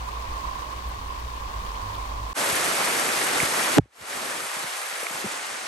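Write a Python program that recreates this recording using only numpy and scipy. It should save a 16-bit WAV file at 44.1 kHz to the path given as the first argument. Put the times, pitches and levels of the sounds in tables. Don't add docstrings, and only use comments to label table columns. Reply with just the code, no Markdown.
import sys
import numpy as np
from scipy import signal
from scipy.fft import rfft, irfft, next_fast_len
from scipy.io import wavfile
from scipy.ndimage import uniform_filter1d

SR = 44100
rng = np.random.default_rng(int(sys.argv[2]) if len(sys.argv) > 2 else 0)


def decibels_to_gain(level_db):
    exponent = np.asarray(level_db, float) / 20
    return 10 ** exponent


def wav_record(signal):
    frames = np.transpose(np.atleast_2d(signal))
    bounded = np.clip(frames, -1, 1)
    quanta = np.round(bounded * 32767).astype(np.int16)
    wavfile.write(sys.argv[1], SR, quanta)


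N = 250047
PADDED = next_fast_len(N, real=True)
T = np.arange(N) / SR
HZ = np.maximum(np.fft.rfftfreq(PADDED, 1 / SR), 1)
CUT_S = 2.3322
DUCK_S = 3.783


def in_time(rows):
    s, *columns = np.transpose(rows)
    return [np.interp(T, s, c) for c in columns]


def at_hz(points):
    hz, *columns = np.transpose(points)
    return [np.interp(np.log(HZ), np.log(hz), c) for c in columns]


def to_time(spectrum):
    return irfft(spectrum, PADDED)[..., :N]


def rms_one(x):
    return x / np.sqrt(np.mean(x ** 2) + 1e-20)


def cut(x, hz, kind, order):
    return signal.sosfilt(signal.butter(order, hz, kind, fs=SR, output="sos"), x)


def ramp(start, length):
    return np.clip((T - start) / length, 0, 1)


def drift(rate):
    r = np.exp(-80 * np.pi * rate / SR)
    coarse = rng.standard_normal(N // 40 + 2002)
    slow = signal.lfilter([1], [1, -2 * r, r * r], coarse)[2000:]
    return np.interp(np.arange(N) / 40, np.arange(len(slow)), rms_one(slow))


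def swells(rows, floor_db):
    power = sum(decibels_to_gain(2 * db) * np.exp(-((T - s) / spread) ** 2) for s, db, spread in rows)
    return np.sqrt(decibels_to_gain(2 * floor_db) + power)


def panned(db):
    return decibels_to_gain([[db / 2], [-db / 2]])


def bursts(rows, flat=3.2):
    out = np.zeros((2, N))
    for s, db, hz, length, pan_db, sag in rows:
        u = np.arange(round(length * SR)) / SR
        swell = np.abs(np.sin(np.pi * (u / length) ** 0.64)) ** flat
        wave = decibels_to_gain(db) * swell * np.sin(2 * np.pi * hz * u * (1 - sag * u / length / 2))
        out[:, round(s * SR):][:, :len(u)] += panned(pan_db) * wave
    return out


def clicks(rows, cycles):
    return bursts([(s, db, hz, cycles / hz, pan_db, 0) for s, db, hz, pan_db in rows])


def patter(per_s, spread_db, hiss_db, patchy_db):
    sizes = decibels_to_gain(spread_db * np.minimum(rng.exponential(1, (3, N)), 5)) * rng.choice([-1, 1], (3, N))
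    drops = sizes * (rng.random((3, N)) < per_s / SR)
    white = rms_one(drops) + decibels_to_gain(hiss_db) * rng.standard_normal((3, N))
    spectrum, out, gust = rfft(white, PADDED), 0, drift(8.1)
    octaves = np.clip(np.log2(HZ), 9, 13)
    for octave in range(9, 14):
        share = np.cos(np.pi / 2 * np.clip(octaves - octave, -1, 1)) ** 2
        out = out + decibels_to_gain(patchy_db * (0.4 * gust + drift(29))) * to_time(spectrum * share)
    return rfft(out, PADDED)


# (multiple of the centre pitch, width [Hz], level [dB])
RUMBLE_BANDS = [(1, 2.3, 2.5), (.55, 26, -11.5), (1.3, 20, -15.5)]
# (time [s], centre [Hz])
RUMBLE_CENTRE = [(0.0, 56.17), (1.3, 58.6), (1.57, 50.85), (1.89, 48.5), (2.0, 51.8), (2.33, 51)]
# (time of the top [s], level [dB], spread [s])
RUMBLE_ROLLS = [(.03, -37, .06), (.2, -34, .04), (.32, -33, 0.052), (.47, -31, 0.015), (.62, -48, .07),
                (.76, -33, 0.022), (.88, -30.5, 0.028), (.97, -36, 0.045), (1.08, -34.5, 0.051),
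                (1.24, -32, 0.034), (1.36, -40, .04), (1.44, -34, 0.029), (1.58, -33, .03),
                (1.67, -34.5, 0.061), (2.01, -40, .04), (2.14, -32.5, 0.047), (2.24, -33, 0.034)]
# (time of the top [s], level [dB], spread [s])
HIGH_ROLLS = [
    (.3, -46, .03),
    (.47, -48, .04),
    (.78, -43, .025),
    (.96, -46, .04),
    (1.26, -47, .04),
    (1.52, -39, .04),
    (1.9, -39.5, .07),
    (2.06, -51, 0.047),
    (2.23, -32, 0.042),
]


def rumble():
    centre_hz, = in_time(RUMBLE_CENTRE)
    turn = 2 * np.pi * np.cumsum(centre_hz) / SR

    def band(multiple, hz):
        return drift(hz) * np.cos(multiple * turn) + drift(hz) * np.sin(multiple * turn)

    low = sum(decibels_to_gain(db) * band(multiple, width_hz) for multiple, width_hz, db in RUMBLE_BANDS)
    evened = low / np.sqrt(uniform_filter1d(low ** 2, size=4000))
    overtone = swells(HIGH_ROLLS, floor_db=-57) * band(2, hz=3.2)
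    return swells(RUMBLE_ROLLS, floor_db=-41) * evened + decibels_to_gain(-1.0) * overtone


# (frequency [Hz], level [dB per Hz])
LIGHT_COLOUR = [(60, 7.5), (150, -5.5), (400, -5.5), (900, -2), (2000, -6.5), (2800, -8), (4400, -11),
                (7000, -17), (9500, -21), (11500, -25.5), (13000, -22), (15700, -25.5)]
# (frequency [Hz], likeness [0-1], lead of the right port [radians])
LIGHT_PORTS = [(100, .97, 0), (300, .7, -.4), (600, .55, -1.6), (900, .75, -2.8), (1100, .87, -3.7),
               (1350, .72, -3.1), (1800, .4, -3.1), (3200, .05, -3.1)]
# (time [s], level [dB])
WET_PORT_RING = [(0.0, -42.5), (0.39, -41.5), (1.16, -44.5), (1.92, -41), (2.32, -42.5)]


def drizzle():
    port_hz, port_q, port_db, leak_db = 1060, 9.8, 1, -10.5
    mean_db, follows = -47, 0.38
    both, left, right = patter(per_s=3000, spread_db=2.6, hiss_db=4, patchy_db=.6)
    alike, lead = at_hz(LIGHT_PORTS)
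    pair = np.sqrt(alike) * both + np.sqrt(1 - alike) * np.array([left, right])
    ratio = HZ / port_hz
    port = decibels_to_gain(2 * port_db) / ((1 - ratio ** 2) ** 2 + (ratio / port_q) ** 2)
    pair[1] *= np.sqrt(port + decibels_to_gain(2 * leak_db)) * np.exp(1j * lead)
    field = to_time(pair * decibels_to_gain(at_hz(LIGHT_COLOUR)[0]))
    ring_db, = in_time(WET_PORT_RING)
    level_db = mean_db + follows * (ring_db - ring_db[T < CUT_S].mean())
    field[1] *= decibels_to_gain(ring_db - level_db - 8)
    return decibels_to_gain(level_db + 11.0) * field / np.std(field[0])


# (time [s], peak level [dB], pitch [Hz], left over right [dB])
LEAF_TICKS = [
    (0.1186, -35, 2650, 17),
    (0.2713, -40, 2570, 15),
    (0.6536, -34, 3125, 7),
    (0.7617, -35, 3000, 11.0),
    (0.9373, -37, 2690, 11.5),
    (1.4477, -33, 2380, 10.5),
    (1.6637, -29, 3080, 10.5),
    (1.7547, -31, 3000, 10.5),
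    (1.948, -28.5, 3550, 11.0),
]


def ticks():
    return decibels_to_gain(-5.5) * clicks(LEAF_TICKS, cycles=7.7)


# (time [s], level [dB])
FINE_SPLASHES = [
    (.89, -49.5),
    (1.2, -53),
    (1.57, -61),
    (1.95, -50),
]


def spray():
    puffs = sum(decibels_to_gain(db) * np.exp(-((T - s) / 0.0087) ** 2) for s, db in FINE_SPLASHES)
    return puffs * cut(rng.standard_normal(N), 9500, "high", order=4) * panned(12)


# (frequency [Hz], level [dB per Hz])
HEAVY_COLOUR = [(40, -22), (100, -16), (250, -4.5), (600, -0.5), (1300, 0), (2150, -1.5), (2800, -5.5),
                (4000, -9), (6300, -10), (9000, -8.5), (11000, -7.5), (12300, -18), (13500, -14.5),
                (15700, -34)]
# (frequency [Hz], likeness [0-1], lead of the right port [radians])
HEAVY_PORTS = [(100, .8, .3), (500, .45, -.2), (1000, .15, -.8), (2000, .2, -.8), (3000, .33, -1.1),
               (4200, .66, -.3), (5300, .2, -1.1), (6150, .86, -.15), (7000, .33, -.7), (7600, .55, -1.1),
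               (8600, .95, 0), (9000, .95, .7), (10240, .99, 3.14), (13400, .97, 9.6)]


def downpour():
    both, left, right = patter(per_s=3000, spread_db=3.5, hiss_db=4.0, patchy_db=0.92)
    alike, lead = at_hz(HEAVY_PORTS)
    shared = np.sqrt(alike) * both * np.exp(.5j * lead * [[-1], [1]])
    pair = shared + np.sqrt(1 - alike) * np.array([left, right])
    field = rms_one(to_time(pair * decibels_to_gain(at_hz(HEAVY_COLOUR)[0])))
    top_db = -1 - 20 * ramp(5.17, 0.28)
    spectrum = rfft(field, PADDED)
    bass = to_time(spectrum / (1 + (HZ / 427) ** 4))
    treble = to_time(spectrum / (1 + (11200 / HZ) ** 6))
    return gain_control(field + (decibels_to_gain(wind_guard()) - 1) * bass + (decibels_to_gain(top_db) - 1) * treble)


# (time of the top [s], level [dB], spread [s])
WIND_GUSTS = [(2.36, -61, .015), (2.53, -57, 0.048), (2.68, -53, .07), (3.0, -64, .04), (3.3, -56, .1),
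              (3.445, -48, .025), (3.6, -58, .03), (3.74, -49.5, .03), (4.03, -60, .025), (4.19, -64, .04),
              (4.36, -68, .07), (4.62, -69, .05), (5.2, -68, .06), (5.3, -68, .04), (5.52, -76, .025)]


def wind():
    noise = rng.standard_normal((3, N))
    lumps = cut(noise[0] + .4 * noise[1:], 68, "low", order=3)
    low = rms_one(cut(lumps, 35, "high", order=2))
    return decibels_to_gain(0.5) * swells(WIND_GUSTS, floor_db=-93) * low


# (time [s], peak level [dB], pitch [Hz], length [s], pitch sag [0-1])
HOUSING_DROPS = [(2.522, -31, 130, 0.022, 0.3), (3.364, -22, 520, 0.0047, .1),
                 (3.426, -23, 298, 0.013, 0.57), (3.43, -29, 148, 0.016, 0.3),
                 (3.856, -46.5, 420, 0.007, 0.5), (4.001, -49.5, 199, 0.044, 1),
                 (4.15, -43, 260, 0.018, 0.1), (4.42, -51, 181, 0.037, 0.5), (4.563, -41, 260, 0.02, 0.8),
                 (4.638, -36, 263, 0.016, .7), (4.928, -45, 270, 0.013, 0.3),
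                 (5.027, -27.5, 540, 0.013, 0.18), (5.03, -41.5, 262, 0.011, 0),
                 (5.105, -38, 330, 0.014, 0.65), (5.142, -45, 200, 0.022, 0.8), (5.183, -44, 250, .014, .3),
                 (5.236, -29, 208, 0.048, .05), (5.238, -27.5, 400, 0.02, 0.16),
                 (5.253, -36.5, 140, .03, 0.25), (5.51, -58, 121, .03, 0)]


def thuds():
    left_db = 4
    return bursts([(s, db, hz, length, left_db, sag) for s, db, hz, length, sag in HOUSING_DROPS])


# (time [s], peak level [dB], pitch [Hz], left over right [dB])
NEAR_DRIPS = [
    (2.712, -16, 1390, 0.0),
    (2.796, -22, 1280, 0.5),
    (3.4016, -7.5, 2230, -9),
    (4.13, -19, 1890, 3),
    (4.271, -22, 2060, 2),
    (4.296, -27, 1200, 1.0),
    (4.403, -20, 1330, 4),
    (4.513, -26, 1150, 1.5),
    (5.0662, -21.5, 1340, -2),
    (5.0672, -15, 2220, -11),
]


def drips():
    return decibels_to_gain(-5.0) * clicks(NEAR_DRIPS, cycles=8.4)


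# (time [s], peak level [dB], pitch [Hz], length [s], left over right [dB], pitch sag [0-1])
HOUSING_MODES = [
    (3.7768, -10, 315, 0.022, -3.5, 0.16),
    (3.785, -10, 165, 0.017, -4.5, 0.14),
    (3.7775, -15.5, 440, 0.022, -5, 0.09),
    (3.781, -15, 628, 0.0094, 9, 0.1),
    (3.784, -16.5, 920, 0.0097, 2, 0.29),
    (3.818, -39, 125, 0.03, 2, .2),
]
TIPPING = [
    (3.7686, -9.5, 296, 0.013, 0.0054, .02),
]
# (time [s], peak level [dB], pitch [Hz], left over right [dB])
SHARP_CRACK = [
    (3.7832, -7.5, 1370, 8),
    (3.7834, -11, 2870, 12),
    (3.7836, -8.5, 6000, 7),
]
# (time [s], peak level [dB], pitch [Hz], time to fall 60 dB [s])
LOW_RING = [
    (3.789, -27, 63, 0.14),
    (3.79, -21.5, 96.7, .11),
]


def knock():
    hum = 0
    for s, db, hz, t60 in LOW_RING:
        u = np.maximum(T - s, 0)
        hum = hum + decibels_to_gain(db - 60 * np.minimum(u / t60, 3)) * np.sin(2 * np.pi * hz * u)
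    tipping = bursts(TIPPING) * [[1], [-1]]
    return bursts(HOUSING_MODES, flat=0.94) + tipping + clicks(SHARP_CRACK, cycles=2.46) + hum


def gain_control(rain):
    after = np.maximum(T - DUCK_S, 0)
    steady = decibels_to_gain(-23 - np.minimum(5000 * after, 99))
    held = decibels_to_gain(-54 - 81 * after) * (after > 0) * cut(rain, 5000, "low", order=1)
    back = decibels_to_gain(-29.5 - 0.67 * after) * ramp(3.882, .25) ** 2.13
    return (steady + back) * rain + held


# (from [s], to [s], depth [dB])
GUARD_CUTS = [
    (3.902, 3.98, -8),
    (4.045, 4.142, -5.5),
    (4.46, 5.8, -7),
    (4.469, 4.56, -17),
    (4.69, 5.097, -17),
    (5.35, 5.5, -4),
]


def wind_guard():
    def ease(s):
        return .5 + .5 * np.tanh((T - s) / .012)

    return sum(db * (ease(start) - ease(end)) for start, end, db in GUARD_CUTS)


def narrowed(x):
    offset, size, width = 752, 2048, 8
    mid_top_hz, lower_top_hz, side_top_hz, ragged_hz = 13200, 12550, 11900, 180
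    window = np.sin(np.pi * (np.arange(size) + .5) / size)
    pair = np.array([x[0] + x[1], x[0] - x[1]])[:, offset:] / 2
    hz, s, frames = signal.stft(pair, SR, window, nperseg=size, noverlap=size // 2)
    power = (np.abs(frames[:, :1024]) ** 2).reshape(2, 128, width, -1).mean(axis=2)
    band_hz = hz[4:1024:width, None]
    usual = power[:, 40:70].mean(axis=(0, 1))
    weak_db = -13 + 1.5 * rng.standard_normal(power.shape)
    strong = (power > usual * decibels_to_gain(2 * weak_db)) | (band_hz < 3800)
    stray = rng.random(power.shape[1:]) < np.where(s < 5.25, .008, .2)
    stray = stray & (band_hz > 12400) & (band_hz < 14200)
    top_hz = np.where(s < DUCK_S, mid_top_hz, lower_top_hz) + ragged_hz * rng.standard_normal(len(s))
    keep_mid = strong[0] & (band_hz < top_hz)
    keep_side = (strong[1] & (band_hz < side_top_hz)) | stray
    frames[:, :1024] *= np.repeat(np.array([keep_mid, keep_side]), width, axis=1)
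    thinned = signal.istft(frames, SR, window, nperseg=size, noverlap=size // 2)[1]
    mid, side = thinned[:, :N - offset]
    return np.pad([mid + side, mid - side], ((0, 0), (offset, 0)))


def scene():
    first = (rumble() + drizzle() + ticks() + spray()) * np.clip((CUT_S - T) / 0.002, 0, 1)
    fade_in = ramp(CUT_S + .005, .045) ** 1.6
    second = (downpour() + wind()) * fade_in + thuds() + drips()
    wide = uniform_filter1d(1. * (T > 3.77) * (T < 3.795), size=150)
    second = narrowed(second * (1 - wide)) + second * wide
    return first + cut(second + knock(), 57, "high", order=2)


def top_cut(x):
    return signal.sosfilt(signal.butter(12, 16530, fs=SR, output="sos"), x)


def record(dry):
    rounded = dry / (1 + np.abs(dry / .95) ** 6) ** (1 / 6)
    steep = signal.ellip(12, .5, 80, 15790, fs=SR, output="sos")
    mix = signal.sosfilt(steep, rounded)
    return top_cut(mix)


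dry = scene()
out = record(dry)
wav_record(out)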